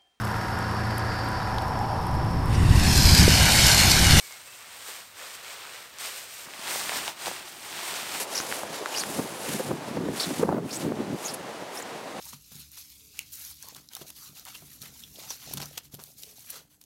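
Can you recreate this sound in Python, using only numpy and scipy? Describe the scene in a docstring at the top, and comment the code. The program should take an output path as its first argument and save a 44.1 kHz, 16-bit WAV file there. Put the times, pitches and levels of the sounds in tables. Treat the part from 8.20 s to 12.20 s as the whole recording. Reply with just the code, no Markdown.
"""A snowsuit walk in the wind

Someone in a nylon snowsuit walks away through dry snow. At each stride cloth and powder hiss,
the ribbed weave of the legs zips, and snow crunches under the boots. Gusts buffet the microphone
and push its gain down, blown snow ticks on it, and wind rushes in far trees."""
import sys
import numpy as np
from scipy import signal
from scipy.fft import rfft, irfft
from scipy.io import wavfile

SR = 44100
rng = np.random.default_rng(int(sys.argv[2]) if len(sys.argv) > 2 else 0)


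def dump_mix(stems):
    """Bounce the given channels to the path in sys.argv[1] as a 16-bit WAV at rate SR."""
    frames = np.atleast_2d(stems).T  # one column per channel
    limited = np.clip(frames, -1, 1)  # hard clip at full scale
    pcm = np.round(limited * 32767).astype(np.int16)
    wavfile.write(sys.argv[1], SR, pcm)


N = 176400  # 4 seconds


def undb(db):
    """Turn decibels into a factor to multiply a sound by."""
    return 10 ** (np.asarray(db) / 20)


def unit(x):
    """Scale x so that its average size (rms) is 1."""
    return x / np.sqrt(np.mean(np.abs(x) ** 2))


def colour(x, tone):
    """Shape the lows and highs of x with a curve of (Hz, dB) points, at rms 1."""
    hz, db = np.array(tone).T
    freqs = np.maximum(np.arange(N // 2 + 1) * SR / N, 1)
    curve_db = np.interp(np.log(freqs), np.log(hz), db)
    return unit(irfft(rfft(x) * undb(curve_db), N))


def noise(tone):
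    """Noise shaped by a tone curve, at rms 1."""
    return colour(rng.standard_normal(N), tone)


def wander(hz):
    """A random wobble, mostly slower than hz, at rms 1."""
    freqs = np.arange(N // 2 + 1) * SR / N
    keep_slow = (freqs > 0) / (1 + (freqs / hz) ** 2) ** 2
    return unit(irfft(rfft(rng.standard_normal(N)) * keep_slow, N))


def judder(depth_db, hz):
    """A gain that shakes at random, up or down by at most depth_db."""
    return undb(depth_db * np.tanh(wander(hz)))


def grains(per_s, spread_db):
    """Random clicks, most small and a few large."""
    size = undb(spread_db * np.minimum(rng.exponential(size=N), 4))
    return (rng.random(N) < per_s / SR) * size * rng.choice([-1, 1], N)


def swell(t, peak_s, rise_s, fall_s):
    """A rounded peak that rises and falls with soft tails."""
    width_s = np.where(t < peak_s, rise_s, fall_s)
    return np.exp(-np.abs((t - peak_s) / width_s) ** 1.7)


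# The tone of the wind in the trees. Each row: frequency in Hz, relative level in dB.
TREE_TONE = [(30, -34), (170, -18), (300, -4.5), (520, 1), (800, 0), (1300, -7.5), (4000, -16),
             (9500, -23.5), (15500, -34.5)]


def far_trees():
    """Wind rushes steadily through far trees, with a slight flutter."""
    level_db = -38.5 + 0.8 * wander(26)
    return undb(level_db) * noise(TREE_TONE)


# The strength of the wind on the microphone. Each row: time in seconds, level in dB.
GUST_LEVELS = [(0, -59), (.5, -46), (.7, -68), (.87, -35.5), (.96, -37), (1.0, -30.5), (1.08, -46.5),
               (1.23, -44.5), (1.28, -34), (1.46, -39), (1.52, -22), (1.57, -41), (1.67, -37.5),
               (1.76, -29), (1.89, -28.5), (2.02, -46.5), (2.11, -23), (2.15, -40), (2.225, -20.5),
               (2.27, -20.5), (2.33, -18.5), (2.385, -19.5), (2.42, -30), (2.455, -23), (2.48, -36.5),
               (2.6, -33), (2.645, -24), (2.72, -27.5), (2.76, -29), (2.82, -24), (2.87, -36),
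               (2.94, -27.5), (2.98, -48.5), (3.26, -40), (3.34, -49.5), (3.43, -42), (3.5, -53), (4, -44)]
# The tones of the wind's low rumble and higher sputter. Each row: frequency in Hz, relative level in dB.
RUMBLE_TONE = [(40, -22), (80, -10.5), (130, 0), (220, 4), (400, -1), (600, -16.5), (1000, -32),
               (2000, -48)]
SPUTTER_TONE = [(80, -31), (200, -3), (400, 2.5), (900, -4), (1600, -16), (3500, -41)]
# Single hard swirls of air. Each row: peak time in seconds, pitch in Hz, rise and fall time in seconds,
# level in dB.
EDDY_SLAPS = [(0.615, 440, 0.0037, -25.5), (0.627, 430, 0.002, -23.5), (0.993, 264, 0.01, -22.5),
              (1.404, 520, 0.007, -21), (1.512, 340, 0.0042, -19.5), (1.532, 292, 0.004, -23),
              (1.772, 480, .004, -23), (1.887, 462, 0.002, -20), (2.198, 267, 0.0032, -15.5),
              (2.234, 435, 0.0032, -4), (2.291, 960, 0.0013, -10), (2.328, 700, .002, -11),
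              (2.721, 400, .003, -17), (2.947, 298, 0.0018, -22)]


def buffeting(t):
    """Swirling air hits the microphone: an uneven rumble, a sputter in strong gusts, and ragged slaps."""
    gust_db = np.interp(t, *np.array(GUST_LEVELS).T)
    rumble = colour(rng.standard_normal(N) * judder(depth_db=6, hz=115), RUMBLE_TONE)
    sputter = colour(rng.standard_normal(N) * judder(depth_db=7.5, hz=350), SPUTTER_TONE)
    # As the wind eases, the sputter fades faster than the rumble.
    lull_db = gust_db.max() - gust_db
    sputter_db = gust_db.max() - 3.5 - 2.24 * lull_db
    out = undb(gust_db - 0.5) * rumble + undb(sputter_db) * sputter
    for peak_s, hz, width_s, db in EDDY_SLAPS:
        slap = np.sin(2 * np.pi * hz * (t - peak_s)) + 0.38 * sputter
        out += undb(db) * swell(t, peak_s, width_s, width_s) * slap
    return out


# Snow grains hitting the microphone. Each row: start in seconds, pitch in Hz, level in dB.
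SNOW_TICKS = [(0.2022, 1200, -20), (0.3152, 1630, -20.5), (0.325, 1700, -13), (.4335, 750, -20.5),
              (0.6594, 1250, -13.5), (0.8366, 1490, -17), (2.0433, 970, -25), (3.605, 1800, -27.5)]
# The tone of each tick's snap. Each row: frequency in Hz, relative level in dB.
SNAP_TONE = [(800, 5), (6000, -5), (12000, -31)]


def blown_snow(t):
    """Blown grains tick on the microphone: its housing flexes briefly, with a sharp snap."""
    flex_fade_cycles, snap_fade_s = 0.43, 0.0004
    out = np.zeros(N)
    grit = noise(SNAP_TONE)
    for start, hz, db in SNOW_TICKS:
        on = (t >= start) & (t < start + 0.01)
        age = t[on] - start
        cycles = age * hz
        flex = cycles * np.exp(-cycles / flex_fade_cycles) * np.sin(2 * np.pi * cycles)
        flex_speed = np.gradient(flex) * SR / hz
        snap = undb(-5) * np.exp(-age / snap_fade_s) * grit[on]
        out[on] += undb(db) * (flex_speed + snap)
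    return out


# Boots pressing the snow. Each row: peak time in seconds, level in dB.
FOOTSTEPS = [(.33, -51.5), (1.40, -49.5), (2.05, -46.5), (2.66, -55), (3.17, -55), (3.68, -53)]
# The tone of breaking snow. Each row: frequency in Hz, relative level in dB.
CRUNCH_TONE = [(100, 0), (400, 0), (1800, 24), (4000, 3), (12000, -25)]


def boot_crunch(t):
    """Snow crystals break under each boot in a dense run of tiny clicks."""
    weight = sum(undb(db) * swell(t, peak_s, rise_s=0.2, fall_s=0.17) for peak_s, db in FOOTSTEPS)
    return weight * colour(grains(per_s=600, spread_db=4), CRUNCH_TONE)


# One leg's weave sliding over the other's. Each row: start in seconds, length in seconds,
# first pitch in Hz, last pitch in Hz, level in dB, spread of pitch in Hz.
LEG_ZIPS = [(0.149, .02, 5210, 6500, -28, 300), (0.166, 0.035, 5200, 5300, -25.5, 600),
            (0.195, 0.022, 5800, 6900, -32, 250), (0.742, 0.014, 2810, 2820, -29, 100),
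            (0.759, 0.014, 4890, 4900, -26, 120), (0.77, 0.042, 5120, 6900, -26, 550),
            (0.788, 0.035, 8660, 9150, -31, 450), (0.802, 0.026, 4900, 4250, -27.5, 350),
            (1.25, .095, 2200, 2900, -39, 700), (1.996, 0.028, 4150, 4300, -23, 650),
            (2.026, 0.034, 4100, 3750, -28, 350), (2.0, .048, 5200, 5600, -29, 400),
            (2.488, 0.024, 2510, 2670, -38, 130), (2.504, 0.02, 4200, 5500, -29, 500),
            (2.525, .047, 6000, 7400, -26, 1200), (2.567, 0.007, 7900, 8050, -18, 100),
            (3.046, 0.034, 6500, 6600, -27, 400), (3.078, 0.036, 5100, 5000, -34, 400),
            (3.135, .016, 10800, 11200, -29, 160), (3.57, 0.026, 5100, 6300, -36, 130),
            (3.618, 0.014, 7300, 7400, -37, 650)]


def weave_zips(t):
    """Ribs catch faster as the leg speeds up: a squeak if the threads keep in step, a rasp if not."""
    attack_s, octave_db = 0.004, -16
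    out = np.zeros(N)
    for start, length, first_hz, last_hz, db, spread_hz in LEG_ZIPS:
        on = (t >= start) & (t < start + length)
        age = t[on] - start
        progress = age / length
        pitch_hz = first_hz + (last_hz - first_hz) * progress
        ribs = np.exp(2j * np.pi * np.cumsum(pitch_hz) / SR)
        squeak = ribs + undb(octave_db) * ribs ** 2  # squaring doubles the pitch
        # Threads drifting out of step smear the pitch.
        threads = unit((wander(2 * spread_hz) + 1j * wander(2 * spread_hz))[on])
        pressure = np.minimum(age / attack_s, 1) * np.sqrt(np.abs(1 - progress ** 2))
        out[on] += undb(db) * pressure * (threads * squeak).real
    return out * unit(judder(depth_db=3.5, hz=260))


# Swings of a leg or arm. Each row: peak time in seconds, rise in seconds, fall in seconds, level in dB,
# extra level for the bright powder hiss in dB.
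LIMB_SWINGS = [(0.01, 0.068, 0.027, -25.5, 2), (0.171, 0.07, 0.063, -28, -2.5),
               (0.349, 0.15, 0.094, -31, -0.5), (0.558, 0.067, 0.073, -32.5, -5.5),
               (.79, 0.11, 0.065, -28.5, -4), (.95, 0.16, 0.18, -33.5, 1.5), (1.32, 0.14, 0.17, -31.5, 1),
               (1.68, 0.035, 0.037, -52, 7.5), (2.013, 0.062, 0.081, -28.5, -0.5),
               (2.17, 0.21, 0.12, -34, -0.5), (2.55, 0.086, 0.11, -34.5, 1),
               (2.617, 0.0091, 0.013, -28, -9), (3.07, 0.094, 0.07, -35.5, -0.5),
               (3.143, 0.0051, 0.0085, -38, 7), (3.58, 0.046, 0.029, -38.5, 3)]
# The tones of rubbing nylon and sliding powder. Each row: frequency in Hz, relative level in dB.
CLOTH_TONE = [(80, -11), (400, 10.5), (4600, 7), (7500, 5), (10000, -14)]
POWDER_TONE = [(2000, -13), (5500, -8), (8500, 2), (10800, 1.5), (13000, -4), (15500, -10.5)]


def suit_swishes(t):
    """Rubbing cloth and sliding powder snow hiss with each swing of a leg or arm."""
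    cloth_power, powder_power = 0, 0
    for peak_s, rise_s, fall_s, db, bright_db in LIMB_SWINGS:
        power = (undb(db) * swell(t, peak_s, rise_s, fall_s)) ** 2
        cloth_power += power
        powder_power += power * undb(bright_db) ** 2
    cloth = undb(-5.5) * np.sqrt(cloth_power) * noise(CLOTH_TONE)
    powder = undb(-7) * np.sqrt(powder_power) * noise(POWDER_TONE)
    roughness = undb(1.5 * wander(150))
    return (cloth + powder) * roughness


def scene():
    """Add the walker and the wind together in one channel."""
    t = np.arange(N) / SR
    walker = suit_swishes(t) + weave_zips(t) + boot_crunch(t)
    wind = blown_snow(t) + buffeting(t) + far_trees()
    return (walker + wind)[None]


def record(dry):
    """The microphone's gain drops when the sound is loud, then recovers; deep bass and top are cut."""
    threshold_db, smoothing_s = -30, 0.072
    duck_slope = 0.73  # dB of gain lost for each extra dB, well above the threshold
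    low_cut_hz, high_cut_hz = 76.6, 15800
    memory = np.exp(-1 / (smoothing_s * SR))
    power = signal.lfilter([1 - memory], [1, -memory], dry ** 2)
    overload = power / undb(threshold_db) ** 2
    gain = (1 + overload ** 2) ** (-duck_slope / 4)
    bass_cut = signal.butter(2, low_cut_hz, "high", fs=SR, output="sos")
    top_cut = signal.ellip(10, 0.2, 70, high_cut_hz, fs=SR, output="sos")
    return signal.sosfilt(top_cut, signal.sosfilt(bass_cut, dry * gain))


dry = scene()
out = record(dry)
dump_mix(out)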